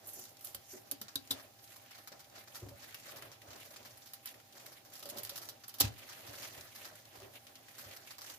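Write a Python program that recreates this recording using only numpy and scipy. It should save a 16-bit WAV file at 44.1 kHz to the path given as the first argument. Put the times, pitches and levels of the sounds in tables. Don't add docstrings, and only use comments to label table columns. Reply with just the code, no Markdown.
import sys
import numpy as np
from scipy import signal
from scipy.fft import rfft, irfft, next_fast_len
from scipy.io import wavfile
from scipy.ndimage import uniform_filter1d

SR = 44100
rng = np.random.default_rng(int(sys.argv[2]) if len(sys.argv) > 2 else 0)


def transcribe(u):
    v = np.clip(np.atleast_2d(u).T, -1, 1)
    q = np.round(v * 32767).astype(np.int16)
    wavfile.write(sys.argv[1], SR, q)


def volts(x):
    e = np.asarray(x, float) / 20
    return 10 ** e


N = 369558

# f/Hz, level/dB
AIR = [(40, -37), (70, -15), (104, -0.5), (165, -12.5), (240, 1.5), (440, -9.5), (580, -3.5), (800, -2),
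       (950, -9.5), (2500, -12), (5000, -8.5), (8300, -13), (12800, -14.5), (18000, -5)]
AIR_DB = -60.5
HUM_HZ, HUM_DB = 793, -74
KITCHEN_T60_S, WALL_CUT_HZ, KITCHEN_DB = 0.29, 8200, -12.5

# f/Hz, likeness/0-1
LIKENESS = [(60, 1), (250, 0.65), (600, 0.42), (1500, 0.027), (4000, 0.059), (12000, 0.027)]
# f/Hz, left minus right/dB
LEAN = [(60, -18.5), (250, -0.5), (1000, -0.8), (4000, -2.5), (12000, -3)]

# middle t/s, half length/s, rub level/dB, wetness/dB
SLIDES = [(0.18, 0.1, -78, 25), (0.473, 0.037, -68.5, 15), (0.731, 0.061, -67.5, 13),
          (1.368, 0.081, -59.5, -4), (1.736, 0.089, -64.5, 2.5), (1.943, 0.091, -59, -26),
          (2.387, 0.05, -55.5, -17), (2.59, 0.084, -65, 5), (2.879, 0.1, -56.5, -5),
          (3.071, 0.072, -56, -2), (3.21, 0.11, -59, -22), (3.63, 0.15, -59.5, -3.5),
          (3.923, 0.26, -67.5, 0.5), (4.287, 0.036, -54, -4.5), (4.63, .08, -62.5, 1),
          (4.782, 0.034, -62.5, -11), (4.977, 0.058, -67.5, 10.5), (5.25, 0.14, -57.5, -2.5),
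          (5.467, 0.029, -67, 8), (5.85, 0.037, -46.5, -5.5), (6.125, 0.23, -56, -9.5),
          (6.47, 0.17, -53, -3.5), (6.821, 0.11, -56.5, -3), (6.977, 0.045, -61.5, -2),
          (7.19, 0.088, -58, -9), (7.355, 0.033, -59, -3), (7.6, 0.24, -68.5, -3.5),
          (7.89, 0.16, -56.5, -5.5), (8.102, 0.051, -55.5, -4.5), (8.298, 0.069, -58, 4)]
# middle t/s, half length/s, creak level/dB
SQUEEZES = [(0.018, 0.086, -63), (0.23, 0.13, -64), (0.5, 0.068, -63.5), (.85, 0.12, -69),
            (1.382, 0.086, -60.5), (1.76, 0.12, -69), (1.995, 0.02, -62), (2.155, 0.028, -59),
            (2.36, 0.066, -61.5), (2.64, 0.22, -64.5), (2.87, 0.058, -60), (3.187, 0.15, -56),
            (3.53, 0.1, -58.5), (3.793, 0.16, -61.5), (4.347, 0.061, -62), (4.644, 0.1, -63.5),
            (4.91, 0.12, -66.5), (5.15, 0.13, -55.5), (5.423, 0.15, -61.5), (5.855, 0.11, -60.5),
            (6.224, 0.22, -59.5), (6.485, 0.23, -61), (6.894, 0.1, -61), (7.216, 0.12, -59),
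            (7.362, 0.019, -62), (7.546, 0.14, -68), (7.9, 0.13, -61), (8.075, 0.02, -67.5),
            (8.283, 0.094, -62.5)]
# f/Hz, level/dB
WET = [(4000, -9), (6000, 9), (8500, 7.5), (10500, 0.5), (12500, 8.5), (15000, -4), (18000, -27)]
# f/Hz, level/dB
RUB = [(700, -13), (1200, -4.5), (1800, 3.5), (2600, 2), (4500, -1.5), (6500, -18.5), (9000, -8),
       (14000, -9.5), (18000, -4)]
# f/Hz, level/dB
CREAK = [(120, -38), (175, -9), (240, -2.5), (375, 2), (460, -1.5), (590, 7), (850, -3), (1290, -4.5),
         (2500, -19), (5000, -33)]
FADE_DB = 8
REST_RUB_DB, REST_WET_DB, REST_CREAK_DB = -70, -72, -73
SHAKE_REST_DB, SHAKE_REL_DB, SHAKE_LINGER_S = -77.5, -12.5, 0.089
PATCH_DB, PATCH_RATE_HZ = 2.62, 20.0

# t/s, peak level/dB, centre f/Hz, t60/s
SMACKS = [(0.6534, -53, 6080, 0.06), (0.7744, -47, 1890, 0.068), (1.6394, -45, 5980, 0.06),
          (1.6735, -49, 5330, 0.06), (1.7194, -48, 5820, 0.06), (1.8594, -50, 1980, 0.06),
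          (2.2418, -47, 4340, 0.06), (2.2972, -52, 5330, 0.06), (2.599, -46, 5170, 0.052),
          (2.997, -43, 6830, 0.06), (3.2894, -52, 1690, 0.06), (3.4161, -42, 2080, 0.06),
          (3.4844, -46, 1780, 0.052), (3.53, -43, 3560, 0.06), (3.7389, -45, 3350, 0.06),
          (3.7638, -40, 4460, 0.055), (3.8277, -48, 4240, 0.073), (3.9055, -45, 4840, 0.06),
          (4.019, -47, 3950, 0.06), (4.2994, -49, 3670, 0.053), (4.3396, -44, 2070, 0.077),
          (4.399, -46, 1770, 0.068), (4.5236, -46, 4470, 0.06), (6.03, -49, 1840, 0.06),
          (6.127, -40.5, 5680, 0.06), (6.1674, -46, 1850, 0.06), (6.3525, -41, 4650, 0.066),
          (6.3794, -47, 1680, 0.06), (6.447, -32, 1970, 0.06), (6.4694, -43, 2510, 0.06),
          (6.5294, -50, 3540, 0.06), (6.5697, -44, 2030, 0.065), (7.7503, -47, 4970, 0.06),
          (7.9094, -41, 2550, 0.078), (8.0193, -47, 1710, 0.06), (8.0711, -38.5, 2240, 0.06),
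          (8.2344, -46, 4680, 0.06), (8.26, -43, 4680, 0.066), (8.298, -36.5, 5040, 0.054)]
SMACK_SWELL_S = 0.0024

# t/s, peak level/dB, board f/Hz, t60/s, table share/dB
THUDS = [(0.167, -51.5, 366, 0.18, -15), (0.543, -47, 557, 0.067, -4), (0.731, -44, 376, 0.11, -29),
         (0.745, -47, 375, 0.077, -24), (0.916, -42, 286, 0.094, -30), (1.008, -46.5, 215, 0.1, -10),
         (1.154, -33.5, 275, 0.047, -19), (1.304, -35.5, 270, 0.089, -10), (2.115, -49.5, 592, 0.12, -27),
         (2.62, -37.5, 359, 0.072, -0.5), (2.66, -40.5, 280, 0.071, -12), (2.709, -47, 568, 0.09, 0.5),
         (3.474, -57, 298, 0.062, 8), (5.052, -49.5, 568, 0.24, -20), (5.158, -39.5, 575, 0.093, -31),
         (5.314, -37, 570, 0.044, -35), (5.805, -29.5, 290, 0.067, -6), (5.806, -35.5, 803, 0.047, -25),
         (5.834, -32, 212, 0.056, 5), (5.842, -45.5, 300, 0.2, -23), (6.281, -50.5, 295, 0.088, 2.5),
         (6.568, -54.5, 383, 0.13, 5), (7.168, -56, 293, 0.052, 1), (7.218, -49.5, 387, 0.13, -3),
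         (7.854, -61.5, 583, 0.1, 12)]
# f/Hz, t60/s, level/dB
TABLE = [(103, 0.19, -1), (76, 0.2, -9.5), (119, 0.4, -19)]
TABLE_LAG_S = 0.0044

# t/s, level/dB
CLINKS = [
    (1.1573, -45),
    (1.307, -42),
    (5.811, -47),
]
# f/Hz, level/dB, t60/s
STEEL = [(3540, 10, .09), (3980, -3, 0.096), (4020, -23, 0.073), (3880, 14, .08), (4400, -4, 0.061),
         (4700, 9, 0.04), (5150, -14, 0.045), (3200, -6, 0.06), (7200, 17.5, 0.028)]
RATTLE = 0.56

# t/s, peak level/dB, centre f/Hz, t60/s
SNAPS = [(0.0438, -55, 12900, 0.034), (0.0614, -45, 14100, 0.04), (0.0874, -39, 13000, 0.04),
         (0.172, -44, 13600, 0.037), (0.2299, -48, 11500, 0.027), (0.2388, -38, 11700, 0.03),
         (0.2519, -41, 13900, 0.033), (0.3691, -45.5, 6050, 0.03), (0.3919, -47, 11400, 0.035),
         (0.4704, -37, 13000, 0.045), (1.274, -45, 5740, 0.04), (2.9442, -34.5, 2550, 0.037),
         (3.2226, -34, 1780, 0.045), (4.9008, -47, 14900, 0.04), (4.9352, -37.5, 12300, 0.04),
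         (4.9774, -44, 12100, 0.036), (5.0034, -43, 3920, 0.04), (5.0979, -33.5, 7230, 0.045),
         (5.1024, -35, 10100, 0.055), (5.1749, -37, 11800, 0.04), (5.2724, -37, 4640, 0.022),
         (5.3684, -35, 12400, 0.04), (5.453, -39, 12900, 0.04), (5.4944, -40, 4500, 0.04),
         (5.8037, -20, 12700, 0.016), (5.8159, -15, 5100, 0.022), (6.6094, -38, 5070, 0.04),
         (6.9544, -42, 11200, 0.04), (6.9994, -50, 3860, 0.04), (7.0529, -46, 3640, 0.047),
         (7.2005, -45, 4960, 0.04), (7.2294, -44, 1780, 0.043), (7.3552, -44, 3120, 0.04),
         (7.4679, -43, 2930, 0.065), (7.5542, -41, 3720, 0.045), (7.6834, -42, 1760, 0.057)]
SNAP_SWELL_S = 0.00048
SNAP_WIDTH, SNAP_DB, SNAP_BROAD = 0.77, -10, 0.94

# t/s, peak level/dB
CRACKS = [(.4475, -34), (.548, -31), (.9135, -21), (1.015, -33), (1.1572, -28), (4.135, -45), (5.028, -42),
          (5.0895, -36), (5.184, -34), (5.2325, -36), (5.294, -29), (5.377, -33), (5.416, -39),
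          (5.6805, -36), (8.108, -41), (8.299, -41)]
CRACK_LOW_HZ, CRACK_HIGH_HZ = 3200, 14500

# t/s, peak level/dB, thickness/dB, t60/s
RAYS = [(.0707, -34, -37, 0.076), (.1321, -34, -42, 0.16), (0.192, -36, -26, 0.088),
        (0.253, -51, -11, 0.17), (0.408, -40, -22, 0.056), (0.445, -31.5, -48, 0.044),
        (0.5456, -28, -22.5, 0.046), (0.9122, -19, -33, 0.035), (0.9166, -37, -11, 0.016),
        (1.0135, -29, -19, 0.051), (1.1555, -23, -19.5, 0.026), (4.058, -46, -16, 0.31),
        (4.134, -33.5, -21.5, 0.071), (4.2562, -29.5, -23.5, 0.056), (4.272, -41.5, -11.5, 0.037),
        (4.952, -40, -15.5, 0.088), (4.9927, -38, -24, .05), (5.026, -37.5, -16, 0.081),
        (5.055, -39.5, -15.5, 0.13), (5.089, -34.5, -21.5, 0.05), (5.183, -30.5, -19.5, 0.071),
        (5.232, -28, -26, 0.051), (5.248, -33, -17.5, 0.086), (5.294, -29, -17.5, 0.059),
        (5.357, -32.5, -17.5, 0.081), (5.377, -34, -18, 0.076), (5.4876, -33, -18.5, 0.084),
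        (5.6795, -32.5, -24.5, 0.059), (5.6923, -40.5, -15, 0.064), (5.74, -36.5, -17.5, 0.093)]
# t/s, peak level/dB, thickness/dB
TICKS = [(.735, -59, -12), (1.082, -44, -9), (.4235, -44, -30), (1.397, -46.5, -10.5), (1.587, -58, -6),
         (1.76, -44.5, -15.5), (1.909, -51, -9), (1.9499, -48.5, -10.5), (1.9803, -44.5, -14.5),
         (2.0734, -38, -15), (2.119, -47.5, -9), (2.389, -48, -17), (2.475, -46.5, -12), (2.686, -43, -17),
         (2.9436, -37.5, -18), (3.2227, -66, -21), (3.2544, -48, -21), (3.557, -45.5, -13.5),
         (3.6006, -43, -19), (3.706, -46, -15), (3.7603, -48.5, -9), (3.972, -43, -22.5),
         (4.5517, -57.5, -4.5), (4.573, -48, -10.5), (4.6595, -39, -18.5), (5.6365, -44.5, -11.5),
         (7.9636, -39.5, -16.5), (8.107, -41, -11.5), (8.182, -39.5, -14)]
# t/s, peak level/dB, thickness/dB
PEELS = [(2.193, -43.5, -14.5), (2.352, -52, -8), (2.547, -36.5, -15), (2.824, -48, -9.5),
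         (3.0848, -48.5, -7.5), (3.16, -39, -16), (3.316, -47.5, -12), (3.5046, -49, -8.5),
         (3.8492, -43, -14), (4.598, -46.5, -16), (4.719, -44.5, -16), (4.85, -47.5, -14.5),
         (4.9207, -51, -12.5), (5.417, -37.5, -16), (5.979, -41.5, -19.5), (6.089, -42.5, -11),
         (6.2083, -47, -21), (6.266, -45, -11.5), (6.33, -43, -15.5), (6.422, -39, -13.5), (6.669, -54, -8),
         (6.75, -39, -18), (6.846, -39, -14), (7.159, -49, -19.5), (7.7818, -36.5, -17), (7.8402, -47, -14),
         (8.21, -41, -14), (8.295, -46, -10.5)]
# t/s, peak level/dB, thickness/dB, swell/s, t60/s
SHEARS = [
    (.066, -37.5, -27, 0.03, 0.14),
    (0.44, -38, -22, 0.0055, 0.37),
    (1.305, -21, -19, 0.0078, 0.067),
    (5.16, -37, -15, 0.015, .052),
    (5.784, -34.5, -19, 0.0011, 0.08),
    (5.799, -10, -20.5, 0.0074, 0.035),
]
# t/s, peak level/dB, crunch/dB, knock/dB, swell/s, t60/s
CLAP = (5.8097, -16, -13, -21, .0005, .03)
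# f/Hz, width/Hz, level/dB
BLADES = [(1286, 21, -4), (3230, 190, 1.5), (3440, 33, -25), (4760, 360, 2), (5470, 550, -27),
          (7700, 180, 6.5), (11900, 570, -14), (11500, 35, -16), (13300, 150, -10), (15400, 1300, 0)]
RAY_KNOCK_DB, TICK_KNOCK_DB, PEEL_KNOCK_DB, SHEAR_KNOCK_DB = -8, -3, -3.5, -9
TICK_T60_S, PEEL_T60_S = 0.048, 0.11
TICK_SWELL_S, PEEL_SWELL_S = 0.0069, 0.0089
RAY_EDGE_DB, GLOVE_EDGE_DB = -1.2, 2.5
CUT_ALIKE = 0.049
# band edges f/Hz, then left minus right/dB
CUT_BANDS = ((9300, 17700), (2900, 6370), (880, 2830))
CUT_LEAN_DB = (-4, -2, 5.5)

DIP_HZ, DIP_WIDTH_HZ, DIP_SHARE = 8300, 1800, .6
PORT_LAG, LOW_CUT_HZ, TOP_HZ = 4, 54, 15700


def at_hz(points, hz):
    f, value = np.transpose(points)
    return np.interp(np.log(hz), np.log(f), value)


def rms_one(x):
    return x / np.sqrt(np.mean(x ** 2) + 1e-20)


def sides(lean_db):
    return volts(lean_db / 2 * np.array([[1], [-1]]))


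def widen(mid, side, alike):
    return np.sqrt(1 + alike) * mid + np.sqrt(1 - alike) * side * [[1], [-1]]


def drift(rate):
    r = np.exp(-80 * np.pi * rate / SR)
    noise = rng.standard_normal(N // 40 + 2002)
    slow = signal.lfilter([1], [1, -2 * r, r * r], noise)[2000:]
    return np.interp(np.arange(N) / 40, np.arange(len(slow)), rms_one(slow))


def band(x, low_hz, high_hz):
    return signal.sosfilt(signal.butter(2, [low_hz, high_hz], "band", fs=SR, output="sos"), x)


def resonance(x, hz, width_hz):
    r = np.exp(-np.pi * width_hz / SR)
    rise = np.array([1, 0, -1]) * (1 - r * r) / 2
    return signal.lfilter(rise, [1, -2 * r * np.cos(2 * np.pi * hz / SR), r * r], x)


def grit(grain_db, hold):
    sizes = volts(grain_db * np.minimum(rng.exponential(1, N // hold + 1), 4))
    return rms_one(np.repeat(sizes, hold)[:N] * rng.standard_normal((2, N)))


def spread(white, spectrum):
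    size = next_fast_len(N)
    hz = np.maximum(np.arange(size // 2 + 1) * SR / size, 1)
    mid, side = rfft(white, size) * volts(at_hz(spectrum, hz))
    both = sides(at_hz(LEAN, hz)) * widen(mid, side, at_hz(LIKENESS, hz))
    return rms_one(irfft(both, size)[:, :N])


def air():
    turn = 2 * np.pi * HUM_HZ * np.arange(N) / SR + .5 * drift(4)
    hum = volts(HUM_DB + 1.2 * drift(3.0)) * np.sqrt(2) * np.sin(turn)
    tone = spread(rng.standard_normal((2, N)), AIR)
    return volts(AIR_DB + 0.47 * drift(0.33)) * tone + hum


def kitchen(x):
    size = next_fast_len(N + SR)
    w = 2 * np.pi * np.arange(size // 2 + 1) / size
    dull = 1 / np.sqrt(1 + (w * SR / (2 * np.pi * WALL_CUT_HZ)) ** 2)
    walls = np.zeros((2, len(w)), complex)
    lags = (rng.uniform(.004, .02, 12) * SR).astype(int)
    for k, lag in enumerate(lags):
        loop = dull * volts(-60 * lag / SR / KITCHEN_T60_S) * np.exp(-1j * w * lag)
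        walls[k % 2] += loop / (1 - loop) * (-1) ** (k // 2)
    return irfft(rfft(x, size) * walls, size)[:, :N]


def gestures(s, half, peak_db, rest_db):
    t = np.arange(0, N, 64) / SR
    away = (t - s[:, None]) / half[:, None]
    power = volts(2 * (peak_db[:, None] - FADE_DB * away ** 2)).sum(axis=0)
    return np.interp(np.arange(N) / SR, t, np.sqrt(power + volts(2 * rest_db)))


def patchy(x):
    out = x
    for low in 500 * 2 ** np.arange(5):
        out = out + (volts(PATCH_DB * drift(PATCH_RATE_HZ)) - 1) * band(x, low, 2 * low)
    return out


def table_shake(squeeze):
    shake = rng.standard_normal(N)
    upper = resonance(resonance(shake, 106, 40), 106, 40)
    rumble = rms_one(upper + .25 * resonance(shake, 68, 25))
    keep = np.exp(-1 / (SHAKE_LINGER_S * SR))
    settling = signal.lfilter([1 - keep], [1, -keep], squeeze)
    return (volts(SHAKE_REST_DB) + volts(SHAKE_REL_DB) * settling) * rumble


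def handling():
    s, half, rub_db, wetness_db = np.transpose(SLIDES)
    squeeze = gestures(*np.transpose(SQUEEZES), REST_CREAK_DB)
    slips = volts(1.2 * drift(18) + 1.5 * drift(80))
    skin = grit(grain_db=-1.0, hold=24)
    wet = gestures(s, half, rub_db + wetness_db, REST_WET_DB) * volts(0.28 * drift(11.0)) * spread(skin, WET)
    rub = gestures(s, half, rub_db, REST_RUB_DB) * volts(1.25 * drift(45)) * spread(skin, RUB)
    creak = squeeze * volts(2.1 * drift(19.7)) * spread(grit(grain_db=0.5, hold=80), CREAK)
    return slips * patchy(wet + rub) + np.sqrt(slips) * creak + table_shake(squeeze)


def thuds():
    out = np.zeros(N)
    slap = rms_one(band(rng.standard_normal(N), 150, 640))
    for s, peak_db, hz, t60, share_db in THUDS:
        at = round(s * SR)
        t = np.arange(min(SR // 3, N - at)) / SR
        ring = np.sin(2 * np.pi * hz * t)
        blow = (ring + 0.53 * slap[at:at + len(t)]) * volts(-1.0 - 60 * t / t60)
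        late = np.maximum(t - TABLE_LAG_S, 0)
        for mode_hz, mode_db, mode_t60 in [(f, db, d) for f, d, db in TABLE]:
            blow += np.sin(2 * np.pi * mode_hz * late) * volts(share_db + mode_db - 60 * t / mode_t60)
        out[at:at + len(t)] += volts(peak_db) * blow * (1 - np.exp(-t / 0.0062))
    return out


def clinks():
    out = np.zeros(N + SR)
    t = np.arange(SR // 4)[:, None] / SR
    hz, db, t60 = np.transpose(STEEL)
    for s, peak_db in CLINKS:
        luck = rng.standard_normal((2, len(STEEL)))
        shake = rng.standard_normal((2, len(t), len(STEEL)))
        for _ in range(2):
            shake = uniform_filter1d(shake, size=150, axis=1)
        shake = rms_one(shake)
        turn = 2 * np.pi * hz * t + 2 * luck[1]
        rough = (1 - RATTLE + RATTLE * shake[0]) * np.sin(turn) + RATTLE * shake[1] * np.cos(turn)
        rings = volts(peak_db + db + 2.5 * luck[0] - 60 * t / t60) * rough
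        at = round(s * SR)
        out[at:at + len(t)] += rings.sum(axis=1) * np.minimum(t[:, 0] / 0.0018, 1)
    return out[:N]


def snaps(rows, swell):
    out = np.zeros((2, N + SR))
    t = np.arange(SR // 10) / SR
    for s, peak_db, hz, t60 in rows:
        puff = rng.standard_normal((3, len(t)))
        lumps = np.repeat(puff[2, ::20], 20)[:len(t)]
        lumpy = puff[:2] * volts(2.2 * lumps)
        tone = rms_one(resonance(lumpy, hz, SNAP_WIDTH * hz)) + SNAP_BROAD * band(lumpy, 2100, 16000)
        outline = volts(peak_db + SNAP_DB - 60 * t / t60) * np.minimum(t / swell, 1)
        at = round(s * SR)
        out[:, at:at + len(t)] += outline * tone
    return out[:, :N]


def cracks():
    clicks = np.zeros(N) + 1e-18
    for s, peak_db in CRACKS:
        clicks[round(s * SR)] = volts(peak_db + 8)
    return band(clicks, CRACK_LOW_HZ, CRACK_HIGH_HZ) * sides(-3)


def breaks():
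    rows = []
    for s, db, thick, t60 in RAYS:
        rows.append((s, db, thick, thick + RAY_KNOCK_DB, .003, t60, RAY_EDGE_DB))
    for s, db, thick in TICKS:
        rows.append((s, db, thick, thick + TICK_KNOCK_DB, TICK_SWELL_S, TICK_T60_S, GLOVE_EDGE_DB))
    for s, db, thick in PEELS:
        rows.append((s, db, thick, thick + PEEL_KNOCK_DB, PEEL_SWELL_S, PEEL_T60_S, GLOVE_EDGE_DB))
    return rows


def bursts(rows):
    out = np.zeros((3, N))
    for s, peak_db, crunch_db, knock_db, swell, t60 in rows:
        at = round(s * SR)
        t = np.arange(min(int((swell + t60) * SR), N - at)) / SR
        shape = np.minimum(t / swell, 1) * volts(-60 * np.maximum(t - swell, 0) / t60)
        levels_db = np.array([[-10.0], [crunch_db + 6.0], [knock_db + 5.5]])
        out[:, at:at + len(t)] += volts(peak_db + levels_db) * shape
    return out


def scissors():
    rows, ticks = [CLAP], []
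    for s, db, crunch, knock, swell, t60, edge in breaks():
        rows.append((s, db, crunch, knock, swell, t60))
        ticks.append((s + 0.00044, db + edge, crunch, knock, .0004, .01))
    for s, db, thick, swell, t60 in SHEARS:
        rows.append((s, db, thick, thick + SHEAR_KNOCK_DB, swell, t60))
    splinters = widen(*grit(grain_db=2.6, hold=16), CUT_ALIKE)
    steel = .6 * splinters
    for k, (hz, width, db) in enumerate(BLADES):
        steel = steel + volts(db) * (-1) ** k * resonance(splinters, hz, width)
    out = 0
    for outline, (low, high), lean_db in zip(bursts(rows + ticks), CUT_BANDS, CUT_LEAN_DB):
        out = out + outline * rms_one(band(steel, low, high)) * sides(lean_db)
    return out


def scene():
    gloves = handling() + snaps(SMACKS, SMACK_SWELL_S)
    blows = thuds()
    ringing = clinks() * volts(np.array([[1.5], [-6.0]]))
    cuts = scissors() + snaps(SNAPS, SNAP_SWELL_S) + cracks()
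    echoes = kitchen(cuts.mean(axis=0) + band(blows, 142, 2200))
    return air() + volts(KITCHEN_DB) * echoes + gloves + blows + ringing + cuts


def roll_off(x):
    return signal.sosfilt(signal.butter(12, 16520, fs=SR, output="sos"), x)


def record(dry):
    right = np.r_[np.zeros(PORT_LAG), dry[1, :-PORT_LAG]]
    heard = np.array([dry[0], right])
    heard = heard - DIP_SHARE * resonance(heard, DIP_HZ, DIP_WIDTH_HZ)
    heard = signal.sosfilt(signal.butter(6, LOW_CUT_HZ, "high", fs=SR, output="sos"), heard)
    mix = signal.sosfilt(signal.cheby2(14, 38, TOP_HZ, fs=SR, output="sos"), heard)
    return roll_off(mix)


dry = scene()
out = record(dry)
transcribe(out)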